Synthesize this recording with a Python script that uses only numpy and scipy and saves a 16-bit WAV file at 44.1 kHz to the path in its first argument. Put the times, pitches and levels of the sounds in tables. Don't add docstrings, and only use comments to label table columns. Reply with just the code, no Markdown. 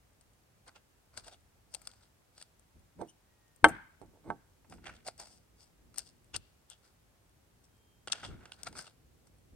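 import sys
import numpy as np
from scipy import signal
from scipy.fft import rfft, irfft
from scipy.io import wavfile
from scipy.ndimage import uniform_filter1d

SR = 44100
rng = np.random.default_rng(int(sys.argv[2]) if len(sys.argv) > 2 else 0)


def file_out(sig):
    cols = np.atleast_2d(sig).T
    lim = np.clip(cols, -1, 1)
    pcm = np.round(lim * 32767).astype(np.int16)
    wavfile.write(sys.argv[1], SR, pcm)


N = 421155
MS = 0.001
SIDES = np.array([[1], [-1]])


def undb(db):
    return 10 ** (np.asarray(db) / 20)


def unit(x):
    return x / np.sqrt(np.mean(x ** 2))


def lean(db):
    return undb(SIDES * db / 2)


def ring(x, hz, width_hz):
    return signal.lfilter(*signal.iirpeak(hz, hz / width_hz, fs=SR), x)


def body(x, modes):
    def play(v):
        out = 0
        for k, (hz, width_hz, db) in enumerate(modes):
            twice = ring(ring(v, hz, width_hz), hz, width_hz)
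            out = out + (-1) ** k * undb(db) * twice
        return out

    energy = np.sum(play(signal.unit_impulse(SR // 4)) ** 2)
    return play(x) / np.sqrt(energy)


def crackle(size, grain, spread_db):
    sizes = np.minimum(rng.exponential(size=size // grain + 1), 4)
    strength = np.repeat(undb(spread_db * sizes), grain)[:size]
    return unit(strength * rng.standard_normal(size))


def walk(rate):
    k = int(SR / rate)
    held = np.repeat(rng.standard_normal(N // k + 1), k)
    return 1.3 * uniform_filter1d(uniform_filter1d(held, k), k)[:N]


def swell(t, swell_ms, fade_ms):
    return np.exp(-np.where(t < 0, (1000 * t / swell_ms) ** 2, 1000 * t / fade_ms))


def swells(rows):
    t = np.arange(N) / SR
    return sum(undb(db) * swell(t - s, swell_ms, fade_ms) for s, db, swell_ms, fade_ms in rows)


def shaped(shape, noise):
    return shape * noise * np.sqrt(np.sum(shape ** 2) / np.sum((shape * noise) ** 2))


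def gains(tables, column):
    t, out = np.arange(N) / SR, np.zeros(N)
    for rows in map(np.array, tables):
        to_nearest_end = np.minimum(t - rows[0, 0], rows[-1, 0] - t)
        edge = np.clip(to_nearest_end / 0.015, 0, 1)
        out += edge * undb(np.interp(t, rows[:, 0], rows[:, column]))
    return out


def ports(x):
    port_hz, port_width_hz, added_ring_db, shade_hz = 8600, 2600, 7.5, 7300
    left = x[0] + undb(added_ring_db) * ring(x[0], port_hz, port_width_hz)
    right = signal.lfilter(*signal.butter(1, shade_hz, fs=SR), x[1])
    return np.array([left, np.roll(right, shift=1)])


def air():
    # (frequency [Hz], relative level per Hz [dB])
    air_colour = [(20, -26.5), (32, -18), (48, -2.5), (65, -4.5), (100, -5), (200, -13), (500, -17.5),
                  (1200, -23), (4000, -30), (8500, -30.5), (15500, -35.5)]
    # (frequency [Hz], left-right likeness [0 to 1])
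    air_likeness = [(60, 0.92), (200, 0.41), (600, 0.17), (1400, .02)]
    level_db, gust_db, gusts_per_s = -67, 2, 2
    log_hz = np.log(np.maximum(np.fft.rfftfreq(N, 1 / SR), 1))
    colour_hz, colour_db = np.array(air_colour).T
    alike_hz, likeness = np.array(air_likeness).T
    colour = undb(np.interp(log_hz, np.log(colour_hz), colour_db))
    alike = np.clip(np.interp(log_hz, np.log(alike_hz), likeness), 0, 1)
    mid, side = rfft(rng.standard_normal((2, N)))
    pair = irfft(colour * (np.sqrt(1 + alike) * mid + np.sqrt(1 - alike) * side * SIDES), N)
    bass = signal.sosfilt(signal.butter(2, 700, fs=SR, output="sos"), pair)
    gust = undb(gust_db * walk(gusts_per_s))
    return undb(level_db) * unit(pair + (gust - 1) * bass)


def whistles():
    # (time [s], pitch [Hz], rms level before the throb [dB])
    whistle_notes = [
        [(3.27, 1910, -86), (3.33, 1905, -86.5), (3.63, 1820, -86)],
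        [(7.7, 3207, -88), (7.8, 3190, -82.5), (8.06, 3156, -88.5)],
    ]
    throb_hz, throb_db = 18, 3
    t = np.arange(N) / SR
    hz = np.interp(t, *np.vstack(whistle_notes).T[:2])
    tone = np.sqrt(2) * np.sin(2 * np.pi * np.cumsum(hz) / SR)
    return tone * gains(whistle_notes, column=2) * undb(throb_db * walk(throb_hz))


def trees(x):
    level_db, build_up_s, t60_s = -31.5, 0.061, 0.51
    centre_hz, width_hz, sway_s = 2400, 3000, 0.00013
    t = np.arange(SR) / SR
    envelope = (1 - np.exp(-(t / build_up_s) ** 2)) * undb(-60 * t / t60_s)
    scatter = rng.standard_normal((2, SR)) * envelope
    answer = ring(ring(scatter, centre_hz, width_hz), centre_hz, 2.4 * width_hz)
    answer = answer / np.sqrt(np.sum(answer ** 2) / 2)
    echo = signal.fftconvolve(x.mean(axis=0)[None], answer, axes=1)[:, :N]
    place = np.arange(N) + sway_s * SR * walk(240)
    return undb(level_db) * np.array([np.interp(place, np.arange(N), e) for e in echo])


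def table():
    # (frequency [Hz], width [Hz], relative level [dB])
    board_modes = [(51.5, 40, 3), (102, 43, -1), (165, 200, 1), (354, 350, -9.5)]
    # (loudest time [s], level [dB], swell [ms], fade [ms], extra boom from a leaning hand [dB])
    thuds = [(1.2, -73, 91, 280, 10), (1.88, -74, 200, 33, 3.5), (2.76, -64, 13, 68, 6),
             (3.021, -48, 41, 29, -9), (3.644, -36.5, 9, 51.5, -3.5), (4.02, -60, 12, 110, -1.5),
             (4.31, -45, 41, 28.9, -16), (4.75, -55.5, 53.5, 89, -3), (4.9, -64.5, 51, 162, 4),
             (5.85, -66.5, 39, 225, 2.5), (6.37, -57.5, 29, 24, 9), (8.1, -65.5, 43, 123, 3.5),
             (8.319, -50, 69, 67, 2.5), (8.76, -57, 137, 55, -4.5), (9.57, -58.5, 48, 54, 4.5)]

    def pair(modes):
        mid = body(rng.standard_normal(N), modes)
        side = body(rng.standard_normal(N), modes)
        return mid + 0.6 * SIDES * side

    booms = [(s, db + boom_db, swell_ms, fade_ms) for s, db, swell_ms, fade_ms, boom_db in thuds]
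    bumps = [row[:-1] for row in thuds]
    low = undb(-3.0) * swells(booms) * pair(board_modes[:2])
    return low + undb(-2.0) * swells(bumps) * pair(board_modes[2:])


def plate():
    # (time [s], level [dB], most excited pitch [Hz], narrowness [dB per octave squared],
    # contact [ms], left minus right [dB], tick level [dB], left hears later by [ms])
    knocks = [(3.013, -24.5, 447, 10.5, 0.71, -12, -57.5, -0.14),
              (3.643, -3.5, 1286, 2.24, 0.34, 2, -24, .13), (4.0154, -39, 455, 18, 0.18, -17, -66, -0.097),
              (4.3029, -25, 685, 5, 0.11, -5.5, -65, -0.027)]
    # (frequency [Hz], relative level [dB], t60 [s], left minus right [dB])
    plate_modes = [(141, -19, 0.37, 1), (317, -16.5, 0.17, 6.5), (400, -19, 0.08, 2),
                   (482, -14, 0.075, 5.5), (615, -14.5, 0.07, -3), (700, -12, 0.09, -3),
                   (805, -10, 0.094, -2.5), (896, -6, 0.075, -4), (1132, -14.5, 0.08, -3.5),
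                   (1317, -11, 0.07, 3), (1536, -4, 0.053, 0), (1576, -5.5, 0.05, 3.5),
                   (1760, -16.5, 0.061, 2), (2094, -6.5, .035, 5.5), (2235, -11, 0.029, 5.5),
                   (2780, -21.5, 0.05, 6), (2940, -21, 0.04, 5.5), (3125, -13.5, 0.055, 5),
                   (3420, -16, 0.026, 6)]
    # (frequency [Hz], width [Hz], relative level [dB])
    spoon_modes = [(3989, 2000, 2.5), (6194, 500, -2.5), (8350, 1300, 1)]
    # (loudest time [s], level [dB], swell [ms], fade [ms])
    grit_swells = [(3.02, -41, 24.6, 16.6), (3.645, -25.5, 5.3, 21), (4.015, -50.5, 1.8, 20),
                   (4.16, -65.5, 41, 36), (4.255, -51, 13.7, 28), (4.3, -46, 26, 21)]
    # (loudest time [s], level [dB], swell [ms], fade [ms])
    squeak_swell = (3.097, -61, 14, 10)
    squeak_overtones = [0, -5, -10]
    squeak_hz, squeak_width_hz = 3000, 450
    out, t = np.zeros((2, N)), np.arange(SR // 3) / SR
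    for s, db, centre_hz, narrow_db, contact_ms, pan_db, tick_db, late_ms in knocks:
        i, contact_s = int(s * SR), contact_ms * MS
        tick_fade_s = 0.0025 + 1.3 * contact_s
        tick_fade = np.exp(-t / tick_fade_s) + undb(-23.5) * np.exp(-t / 0.016)
        tick = rng.standard_normal(len(t)) * (1 - np.exp(-t / contact_s)) * tick_fade
        out[:, i:i + len(t)] += undb(tick_db) * lean(8.0) * body(tick, spoon_modes)
        heard = np.maximum(t - np.maximum(SIDES * late_ms, 0) * MS, 0)
        contact = 1 - np.exp(-(heard / contact_s) ** 2)
        for hz, mode_db, t60, side_db in plate_modes:
            tone = np.sign(hz - 1000) * contact * np.sin(2 * np.pi * hz * heard) * undb(-60 * t / t60)
            reach_db = -narrow_db * np.log2(hz / centre_hz) ** 2
            out[:, i:i + len(t)] += undb(db + mode_db + reach_db) * lean(pan_db + side_db) * tone
    grit = swells(grit_swells) * crackle(size=N, grain=60, spread_db=3.0)
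    grit_modes = [(hz, 12.0 / t60, db - 14 * np.log2(hz / 1000)) for hz, db, t60, _ in plate_modes[1:]]
    squeak_modes = [(k * squeak_hz, k * squeak_width_hz, db) for k, db in enumerate(squeak_overtones, 1)]
    gritty_plate = lean(-6.0) * body(grit, grit_modes)
    gritty_spoon = undb(-28.5) * body(grit, spoon_modes)
    squeak = body(swells([squeak_swell]) * rng.standard_normal(N), squeak_modes)
    return out + gritty_plate + gritty_spoon + squeak


def ranges_db(db, weight_db, fold_hz, deep_db, bright_db, top_db):
    octaves = np.log2(fold_hz / 4390)
    top = top_db + 15 * octaves
    sizzle = top_db - 14 + 30 * octaves
    return db + np.array([weight_db + deep_db, weight_db, bright_db, top, sizzle])


def shove(push, i, burst, range_db, fold_hz, panel_hz):
    panel = 0.43 * burst + 0.61 * ring(burst, panel_hz, 0.4 * panel_hz)
    fold = burst + 2.8 * ring(burst, fold_hz, 0.24 * fold_hz)
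    ranges = np.array([panel, panel, fold, burst, burst])
    push[:, :, i:i + burst.shape[1]] += undb(range_db)[:, None, None] * ranges


def foil():
    # (time [s], level [dB], fold ring [Hz], panel ring [Hz],
    # weight of the push [dB], left minus right [dB])
    snaps = [(0.21, -59, 5600, 750, -5, -1), (0.6792, -45, 3120, 1160, -17, 13),
             (.7592, -45, 2680, 1300, -10, -11), (1.174, -34.5, 4420, 1270, -6.5, 7.5),
             (1.2443, -48, 3900, 1150, -11, 7), (1.28, -44, 3720, 740, -3.5, 3),
             (1.7399, -37.5, 4500, 700, -19, 17), (1.747, -25.5, 4760, 650, -17.5, 4),
             (1.749, -36.5, 4460, 736, -8.5, 7), (1.8161, -56, 6850, 955, -1, 3.5),
             (1.853, -48, 4400, 750, -21, -2), (1.872, -31, 4760, 1380, -13, 2.5),
             (1.914, -46.5, 3750, 845, -22, 6), (2.3787, -44.5, 4330, 1250, -9, -3),
             (2.413, -44, 4470, 1700, -6.5, 3), (2.4248, -38, 4730, 1400, -14.5, -3.5),
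             (2.595, -62, 6900, 1300, -12, 3), (3.5603, -63, 6970, 1214, -9, 6.5),
             (3.684, -48, 6520, 700, 14, 6), (4.645, -68.5, 2800, 892, 9.5, -5.5),
             (4.698, -54, 5920, 993, -11, 2), (4.7226, -50, 3140, 875, 5.5, -1),
             (4.738, -61, 6500, 1200, 3.5, -10), (4.78, -69.5, 2800, 895, 12, -3.5),
             (4.8435, -47, 3200, 1910, -10, -4), (4.8556, -57, 3060, 2020, 7, 12),
             (4.864, -43.5, 3480, 2100, 1, -2), (4.8683, -39, 3040, 2070, -3, -10),
             (4.878, -44, 2700, 1900, 1, -3), (4.892, -52.5, 2780, 1480, 10.5, 0),
             (4.954, -54.5, 4730, 1500, -16, -8), (4.964, -52, 4500, 1500, -19, -7),
             (5.049, -58.5, 5200, 750, 0.5, -6), (5.0765, -36, 4300, 804, -10, 10.5),
             (5.0831, -36, 4430, 720, -0.5, 0), (5.1783, -54.5, 6000, 800, -11, 2),
             (5.199, -37.5, 5170, 775, -8, 2), (5.270, -51, 5000, 800, -2, 2),
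             (5.9416, -52, 4770, 998, -3.5, -0.5), (5.959, -49, 4390, 1302, -6, 6.5),
             (5.9771, -44, 6020, 1490, -1, -6.5), (5.9826, -32, 5830, 1437, -14.5, 16.5),
             (5.9914, -30, 5090, 1496, -18.5, 4), (6.062, -58.5, 5120, 793, -21, 9),
             (6.3564, -38.5, 3350, 1480, -5.5, 17), (6.3629, -22.5, 4250, 1110, -15.5, 5.5),
             (6.7, -44, 5700, 1393, -13.5, 4.5), (6.709, -54, 6180, 1408, -23, 6),
             (8.0731, -33.5, 3160, 1100, -3.5, 4), (8.0811, -32, 3300, 1400, -10.5, -11),
             (8.1294, -21.5, 2350, 1630, -11, 11), (8.2296, -50, 3100, 1252, 9, 3),
             (8.4071, -64.5, 2980, 1400, 7.5, -2), (8.4552, -40, 2800, 1502, -5, -4),
             (8.5194, -32.5, 3270, 1430, -13, -6), (8.5333, -43, 2880, 846, -18, 6),
             (8.6321, -33.5, 5510, 1463, -15.5, 3.5), (8.646, -47, 5550, 1377, -13, -6),
             (8.6683, -40.5, 3970, 1390, 4, 5.5), (8.685, -51, 6000, 1400, -16, 6),
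             (8.7261, -48, 4360, 860, -2.5, -4), (8.752, -55, 4500, 1100, 6, -4),
             (8.785, -36.5, 4870, 1518, -17, 0), (8.822, -51.5, 6000, 1200, -6, 0),
             (8.8674, -44.5, 2760, 1260, -11, 11)]
    # (loudest time [s], swell [ms], fade [ms], level [dB],
    # fold ring [Hz], weight of the push [dB])
    crunches = [(.682, 15, 11, -63.5, 4400, 7), (0.76, 8.6, 14, -60.5, 2700, -0.5),
                (1.151, 18, 75, -74, 4500, 6.5), (1.178, 9.2, 14, -52, 4660, -2.5),
                (1.251, 17, 39, -64.5, 4270, -1.5), (1.283, 14, 9.1, -60, 5050, 4),
                (1.336, 21, 11, -60, 3640, -3), (1.751, 31, 29, -65.5, 5100, -0.5),
                (1.881, 70, 110, -71, 4850, 1), (2.034, 8.2, 10, -67.5, 3960, -9),
                (2.411, 45, 27, -65.5, 4400, -8.5), (4.716, 17, 30, -69, 5200, 1.5),
                (4.875, 32, 55, -61, 2890, 4.5), (4.965, 19, 9.5, -67, 3650, -8),
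                (5.082, 21.3, 14, -52, 4700, 1), (5.2, 12.5, 42, -55.5, 4900, 0),
                (5.327, 41.5, 36, -67.5, 5300, -11), (5.631, 40, 23, -67.5, 5000, -7.5),
                (5.994, 17.4, 18, -54, 4960, -8), (6.086, 54, 16, -66.5, 4800, -13),
                (6.335, 2.1, 3, -60.5, 3270, -3), (6.347, 5.4, 8.8, -38, 2720, -7),
                (6.719, 18.6, 17, -57.5, 3300, -10.5), (6.852, 17.4, 35, -72.5, 4570, -0.5),
                (7.645, 8.7, 12, -73, 5400, -15), (8.101, 2.2, 5.3, -53.5, 2900, 1),
                (8.1233, 3.2, 3.9, -26, 3870, -22), (8.151, 30, 50, -54, 3300, 0),
                (8.25, 21, 36, -49.5, 3270, -2.5), (8.32, 42, 42, -74, 3000, 12),
                (8.43, 41, 110, -73, 2980, 9), (8.54, 20, 22, -66.5, 4200, -6.5),
                (8.601, 22, 73, -69, 4020, 3.5), (8.671, 11, 10.8, -50, 4100, 1),
                (8.795, 34, 27.5, -51.5, 4900, -1.5), (8.875, 24, 17, -60.5, 3800, -2.5),
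                (9.272, 4, 5.9, -72, 5460, 1)]
    # (frequency [Hz], width [Hz], relative level [dB])
    sheet_ranges = [
        [(406.2, 1000, -5), (767.5, 510, 2.5)],
        [(1420, 440, 2), (2233, 800, -2.5)],
        [(2794, 350, 0), (3360, 580, -2), (4650, 1500, -1), (6200, 2200, -6)],
        [(8420, 2600, -0.5), (8900, 1700, 3)],
        [(12000, 1200, 0.5), (13990, 2200, 0)],
    ]
    range_lean = [-5.5, 0.5, -1.5, -1.5, -0.5]
    push = np.zeros((len(sheet_ranges), 2, N))

    t = np.arange(-SR // 5, SR // 5) / SR
    panels = np.array(snaps)[:, [0, 3]]
    for s, swell_ms, fade_ms, db, fold_hz, weight_db in crunches:
        shape = swell(t, swell_ms, fade_ms)
        mid, side = (shaped(shape, crackle(size=len(t), grain=130, spread_db=3.5)) for _ in range(2))
        burst = mid + 0.6 * side * SIDES
        panel_hz = panels[np.argmin(abs(panels[:, 0] - s)), -1]
        levels = ranges_db(db, weight_db, fold_hz, deep_db=2.5, bright_db=-7.0, top_db=-9)
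        shove(push, int(s * SR) - SR // 5, burst, levels, fold_hz, panel_hz)

    t = np.arange(SR // 10) / SR
    for s, db, fold_hz, panel_hz, weight_db, pan_db in snaps:
        fade_s = 3.7 * MS * undb(0.54 * weight_db)
        fade = np.exp(-t / fade_s) + undb(-26.0) * np.exp(-t / (6 * fade_s))
        shape = (1 - np.exp(-t / 0.00072)) * fade
        click = 0.77 * np.exp(-t / 0.0003)
        burst = shaped(shape + click, crackle(size=len(t), grain=12, spread_db=2.5)) * lean(pan_db)
        levels = ranges_db(db, weight_db, fold_hz, deep_db=-1, bright_db=-11.5, top_db=-9.5)
        shove(push, int(s * SR), burst, levels, fold_hz, panel_hz)

    settling = (rng.random(N) < 6 / SR) * rng.standard_normal(N)
    tick_shape = np.convolve(abs(settling), np.hanning(150), "same")
    push[2:4] += undb(-78) * tick_shape * rng.standard_normal(N)
    return sum(body(p, modes) * lean(db) for p, modes, db in zip(push, sheet_ranges, range_lean))


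def scene():
    no_deep_bass = signal.butter(2, 120, "high", fs=SR, output="sos")
    near = signal.sosfilt(no_deep_bass, foil() + plate())
    return ports(near + trees(near)) + table() + whistles() + air()


def record(dry):
    low_pass = signal.ellip(10, 0.2, 80, 16000, fs=SR, output="sos")
    return signal.sosfilt(low_pass, np.clip(dry, -1, 1))


dry = scene()
out = record(dry)
file_out(out)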